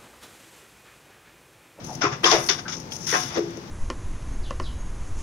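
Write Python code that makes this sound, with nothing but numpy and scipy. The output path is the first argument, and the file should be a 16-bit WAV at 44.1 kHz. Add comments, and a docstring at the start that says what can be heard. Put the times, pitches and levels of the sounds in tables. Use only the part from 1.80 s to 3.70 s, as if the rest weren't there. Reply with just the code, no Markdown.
"""Digging in a walled pit. An engine rumbles low throughout. First loose earth trickles down, a stone
creaks on hollow steel and sets it ringing, and a lump knocks. Then the blade bites in short, uneven
strokes: grit crunches along it, clods thud on the steel and stones tick. After a lull around one
second comes a second group of strokes. The walls return short echoes of the digging."""
import sys
import numpy as np
from scipy import signal
from scipy.fft import rfft, irfft, next_fast_len
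from scipy.io import wavfile
from scipy.ndimage import uniform_filter1d

SR = 44100
rng = np.random.default_rng(int(sys.argv[2]) if len(sys.argv) > 2 else 0)


def generate_wav(sig):
    """Save sig (samples, or channels by samples) to the path in sys.argv[1] as 16-bit PCM at SR."""
    pcm = np.round(np.clip(np.atleast_2d(sig).T, -1, 1) * 32767).astype(np.int16)
    wavfile.write(sys.argv[1], SR, pcm)


N = 83790
TIME = np.arange(N) / SR

def from_db(db):
    """Amplitude grows tenfold every 20 dB."""
    return 10 ** (np.asarray(db) / 20)

def rms_one(x):
    """Normalisation to unit power."""
    return x / np.sqrt(np.mean(x ** 2) + 1e-20)

def even(x, over_s):
    """Division by the running rms holds the level near 1."""
    power = uniform_filter1d(np.mean(x ** 2, axis=0), max(int(over_s * SR), 2))
    return x / np.sqrt(np.abs(power) + 1e-12)

def colour(x, spectrum, power=1):
    """Minimum-phase filtering: folding the cepstrum makes the response causal."""
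    size = 2 * next_fast_len(N)
    hz, db = np.transpose(spectrum)
    log_hz = np.log(np.maximum(np.fft.rfftfreq(size, 1 / SR), 1))
    gain = from_db(power * np.interp(log_hz, np.log(hz), db))
    cepstrum = irfft(np.log(gain))
    cepstrum[1:size // 2] *= 2
    cepstrum[size // 2 + 1:] = 0
    return irfft(rfft(x, size) * np.exp(rfft(cepstrum)))[..., :N]

# Stereo width. Each row: frequency in Hz, diffuse against direct sound in dB.
DIFFUSE_RATIO = [(300, -16), (900, 2), (2500, 1)]
def spread(direct, diffuse):
    """Partial coherence: left and right are alike in the bass, diffuse in the treble."""
    side = colour(diffuse, DIFFUSE_RATIO)
    return np.array([direct + side, direct - side])

def noise():
    """Gaussian noise, partly coherent in stereo."""
    return spread(*rng.standard_normal((2, N)))

def grains(per_s=2800, spread_db=1.5):
    """Shot noise: tiny contacts of random time and size."""
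    sizes = from_db(spread_db * np.minimum(rng.exponential(1, (2, N)), 4))
    signs = rng.choice([-1, 1], (2, N))
    hits = rng.random((2, N)) < per_s / SR
    return spread(*(sizes * signs * hits))

def stroke(start, rise, t60, db, hold=0):
    """Exponential decay, 60 dB in t60 seconds, after a linear rise and a hold."""
    age = TIME - start
    attack = np.clip(age / max(rise, 1e-4), 0, 1)
    return attack * from_db(db - 60 * np.maximum(age - rise - hold, 0) / t60)

def ring(x, hz, t60):
    """A damped resonator: one mode driven by x."""
    r, w = from_db(-60 / (t60 * SR)), 2 * np.pi * hz / SR
    return signal.lfilter([1, -r * np.cos(w)], [1, -2 * r * np.cos(w), r * r], x + 1e-18)

def echoes(x, t60):
    """Reverberation: dense dying reflections, different on each side."""
    tail = rng.standard_normal((2, N)) * from_db(-60 * TIME / t60)
    return signal.fftconvolve(x, tail / np.linalg.norm(tail[0]), axes=1)[:, :N]

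# Engine and far site noise. Each row: frequency in Hz, relative density in dB.
RUMBLE_SPECTRUM = [(25, -20), (100, -2), (155, 3), (200, -2), (450, -9.5), (1400, -21), (6000, -29.5),
                   (7600, -40.5), (15000, -45)]
# Engine tones. Each row: frequency in Hz, level in dB.
ENGINE_TONES = [(167, -48.5), (252, -49), (340, -50.5), (868, -53)]
def engine(rumble_db=-40.5):
    """Narrow resonances driven by noise give wavering tones over a broadband rumble."""
    rumble = from_db(rumble_db) * rms_one(colour(noise(), RUMBLE_SPECTRUM))
    shake = noise()
    hum = sum(from_db(db) * even(ring(shake, hz, t60=0.34), over_s=0.68) for hz, db in ENGINE_TONES)
    return rumble + hum

def trickle(ticks_per_s=150, tick_db=5):
    """Amplitude modulation: each larger grain adds a brief spurt to a steady flow of sand."""
    ticks = rng.uniform(0.17, 1, N) * (rng.random(N) < ticks_per_s / SR)
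    return rms_one(1 + from_db(tick_db) * ring(ticks, hz=0, t60=0.014))

# Sand and finest dust. Each row: frequency in Hz, relative density in dB.
SAND_SPECTRUM = [(2000, -13), (4600, -1.5), (5500, 11), (6300, 9), (7000, 1), (7800, -11.5), (12000, -47)]
DUST_SPECTRUM = [(5000, -10), (7800, -16), (9300, -3), (15500, -18.5)]
# Sliding earth. Each row: start and hold in seconds, sand and dust levels in dB.
EARTH_SLIDES = [(0.03, 0.085, -48.5, -53), (0.427, 0.24, -43, -42), (0.887, 0.02, -40, -54),
                (1.105, 0.012, -40.5, -45), (1.2, 0.058, -48.5, -59), (1.263, 0.13, -37, -39)]
# Dry crumbs bursting. Each row: start in seconds, level in the sand band in dB.
CRUMB_BURSTS = [(0.151, -36.5), (.636, -37), (0.641, -37.5), (0.664, -42), (1, -39), (1.291, -29),
                (1.706, -45.5), (1.771, -45)]
def loose_earth(rise_s=0.018, t60_s=0.45, crumb_dust_db=-5):
    """Incoherent sources add in power: sliding earth hisses and bursting crumbs crackle."""
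    sand = sum(stroke(start, rise_s, t60_s, db, hold) for start, hold, db, _ in EARTH_SLIDES)
    dust = sum(stroke(start, rise_s, t60_s, db, hold) for start, hold, _, db in EARTH_SLIDES)
    crumbs = sum(stroke(start, rise=0.00061, t60=0.033, db=db) for start, db in CRUMB_BURSTS)
    flow = trickle()
    sand_level = np.hypot(sand * flow, crumbs)
    dust_level = np.hypot(dust * flow, from_db(crumb_dust_db) * crumbs)
    return (sand_level * rms_one(colour(noise(), SAND_SPECTRUM))
            + dust_level * rms_one(colour(noise(), DUST_SPECTRUM)))

# A stone drags on steel. Each row: start and hold in seconds, first pitch in Hz, level in dB.
STONE_DRAGS = [(0.083, 0.035, 902, -39.5), (0.218, 0.026, 1558, -27.5), (0.463, 0.022, 1242, -24.5),
               (0.516, 0.032, 713.3, -22), (0.854, 0.015, 1572, -38), (1.325, 0.022, 1920, -29.5)]
def creaks(ring_s=0.0074, sag_octaves_per_s=6):
    """Stick-slip friction excites one broad resonance, which sinks as the stone slows."""
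    out = 0
    for start, hold, hz, db in STONE_DRAGS:
        slips = grains() + 1j * grains()
        pitch = hz * 2 ** (-sag_octaves_per_s * np.clip(TIME - start, 0, 2 * hold))
        baseband = ring(ring(slips, 0, ring_s), 0, ring_s)
        rasp = baseband * np.exp(2j * np.pi * np.cumsum(pitch) / SR)
        out += stroke(start, rise=0.00091, t60=0.24, db=db, hold=hold) * even(rasp.real, over_s=0.023)
    return out

# Modes of the hollow steel. Each row: frequency in Hz, relative gain in dB.
STEEL_MODES = [(341, -0.5), (405, -4.5), (613, -16), (730, 5), (1066, 7), (1174, -2), (2015, 4.5),
               (2935, -3), (4342, -16), (4556, -4), (4631, 6.5)]
def steel(contacts, gain_db=-59, lowest_t60_s=0.46, damping_exponent=0.49):
    """Modal resonance: every contact rings the same modes, and high ones die sooner."""
    lowest_hz = STEEL_MODES[0][0]
    return sum(from_db(gain_db + db) * ring(contacts, hz, lowest_t60_s * (lowest_hz / hz) ** damping_exponent)
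               for hz, db in STEEL_MODES)

# Lumps and rocks knock. Each row: start in seconds, level in dB, pitch in Hz.
LUMP_KNOCKS = [(0.15, -30.5, 155), (.235, -19, 300), (0.253, -15, 1290), (0.259, -24.5, 130),
               (0.267, -18.5, 1020), (.319, -24, 135), (0.578, -25.5, 132), (1.449, -32, 125),
               (1.575, -28, 255)]
def knocks(rise_s=0.0094, t60_s=0.07):
    """Damped vibration: each lump sounds one note, higher and shorter for smaller ones."""
    out = 0
    for start, db, hz in LUMP_KNOCKS:
        size = np.sqrt(LUMP_KNOCKS[0][2] / hz)  # relative to the first lump
        note = np.sin(2 * np.pi * (hz * TIME + rng.random()))
        out += stroke(start, rise_s * size, t60_s * size, db) * note
    return out

# Coarse and fine grit. Each row: frequency in Hz, relative density in dB.
COARSE_SPECTRUM = [(70, -68), (400, -7), (720, 3.5), (1200, 2.5), (2600, -3), (6000, -53)]
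FINE_SPECTRUM = [(120, -55), (1500, 0), (2800, 5.5), (4500, 3), (5800, -0.5), (6600, -8), (7600, -24),
                 (15000, -57)]
# Blade strokes. Each row: start, rise and t60 in seconds, coarse and fine grit levels in dB.
BLADE_STROKES = [(0.209, 0.012, 0.28, -26.5, -27), (0.229, 0.019, 0.16, -23.5, -53),
                 (0.312, 0.019, 0.16, -32.5, -40.5), (0.431, 0.014, 0.11, -20, -30),
                 (0.45, 0.013, 0.23, -24.5, -18), (0.498, 0.019, 0.28, -49, -20.5),
                 (0.518, 0.0056, 0.38, -20.5, -58), (0.688, 0.0047, 0.19, -28.5, -17.5),
                 (.778, 0.015, 0.082, -40, -37), (0.879, 0.0025, 0.2, -36.5, -34),
                 (.917, 0.014, 0.12, -62, -34.5), (1.264, 0.031, 1, -50, -29.5),
                 (1.321, 0.029, 0.18, -19.5, -36), (1.496, 0.012, 0.49, -41, -63),
                 (1.532, 0.043, 0.11, -33, -36)]
def scrapes(blade_t60_s=0.006):
    """Granular friction: grit crunches, and the blade's dense, soil-damped modes colour the fine part."""
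    coarse = sum(stroke(start, rise, t60, db) for start, rise, t60, db, _ in BLADE_STROKES)
    fine = sum(stroke(start, rise, t60, db) for start, rise, t60, _, db in BLADE_STROKES)
    coarse_grit = colour(grains(), COARSE_SPECTRUM)
    fine_grit = echoes(colour(grains(), FINE_SPECTRUM), blade_t60_s)
    return coarse * even(coarse_grit, over_s=0.013) + fine * even(fine_grit, over_s=0.015)

# The hollow thud. Each row: frequency in Hz, relative density in dB.
THUD_SPECTRUM = [(45, -47.5), (270, -14.5), (340, 4), (450, 0.5), (800, -28), (2000, -54.5)]
# Clods land on steel. Each row: start, rise and t60 in seconds, level in dB.
CLOD_LANDINGS = [(.234, 0.011, 0.15, -24), (0.431, 0.023, 0.15, -21.5), (0.516, 0.023, 0.094, -19.5),
                 (0.693, 0.011, 0.091, -27.5), (1.326, 0.0056, 0.14, -26.5), (1.553, 0.036, 0.13, -20),
                 (1.611, 0.014, 0.5, -37.5), (1.755, 0.029, 0.053, -36.5)]
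def clods():
    """Inelastic impact: a clod crumbles into many small contacts that merge in a rough thud."""
    envelope = sum(stroke(*landing) for landing in CLOD_LANDINGS)
    return envelope * even(colour(grains(), THUD_SPECTRUM), over_s=0.0194)

# Stones tick on the blade. Each row: start in seconds, crack level in dB, ping pitch in Hz.
STONE_TICKS = [(0.4428, -13.5, 3245), (0.514, -21, 4460), (0.6881, -23.5, 4450), (1.12, -34, 3300),
               (1.268, -32.5, 5350), (1.433, -34.5, 5480)]
def stones(rise_s=0.00061, crack_t60_s=0.036, ping_t60_s=0.029, ping_db=7.5):
    """Hard impact: a brief contact gives a broadband crack and a ping of its own pitch."""
    crack = rms_one(colour(noise(), FINE_SPECTRUM))
    out = 0
    for start, db, hz in STONE_TICKS:
        ping = np.sin(2 * np.pi * (hz * TIME + rng.random((2, 1))))
        out += stroke(start, rise_s, crack_t60_s, db) * crack
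        out += stroke(start, rise_s, ping_t60_s, db + ping_db) * ping
    return out

def scene(pit_db=-34, pit_t60_s=0.35):
    """Superposition: the digging, its reflections from the pit walls, loose earth and the engine."""
    contacts = scrapes() + creaks() + clods()
    digging = contacts + steel(contacts) + stones() + knocks()
    return digging + from_db(pit_db) * echoes(digging, pit_t60_s) + loose_earth() + engine()

# Microphone imbalance. Each row: frequency in Hz, leftward lean in dB before each side's scaling.
MICROPHONE_LEAN = [(60, 2), (4000, 4.5), (5000, 13), (6200, 16.5), (8800, -5.5), (12000, 2)]
def record(dry, cutoff_hz=15800):
    """Each microphone has its own frequency response; saturation rounds peaks and a low-pass follows."""
    left = colour(dry[0], MICROPHONE_LEAN, power=0.56)
    right = colour(dry[1], MICROPHONE_LEAN, power=-0.66)
    lowpass = signal.ellip(12, 0.1, 80, cutoff_hz, fs=SR, output="sos")
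    return signal.sosfilt(lowpass, np.tanh([left, right]))

dry = scene()
out = record(dry)
generate_wav(out)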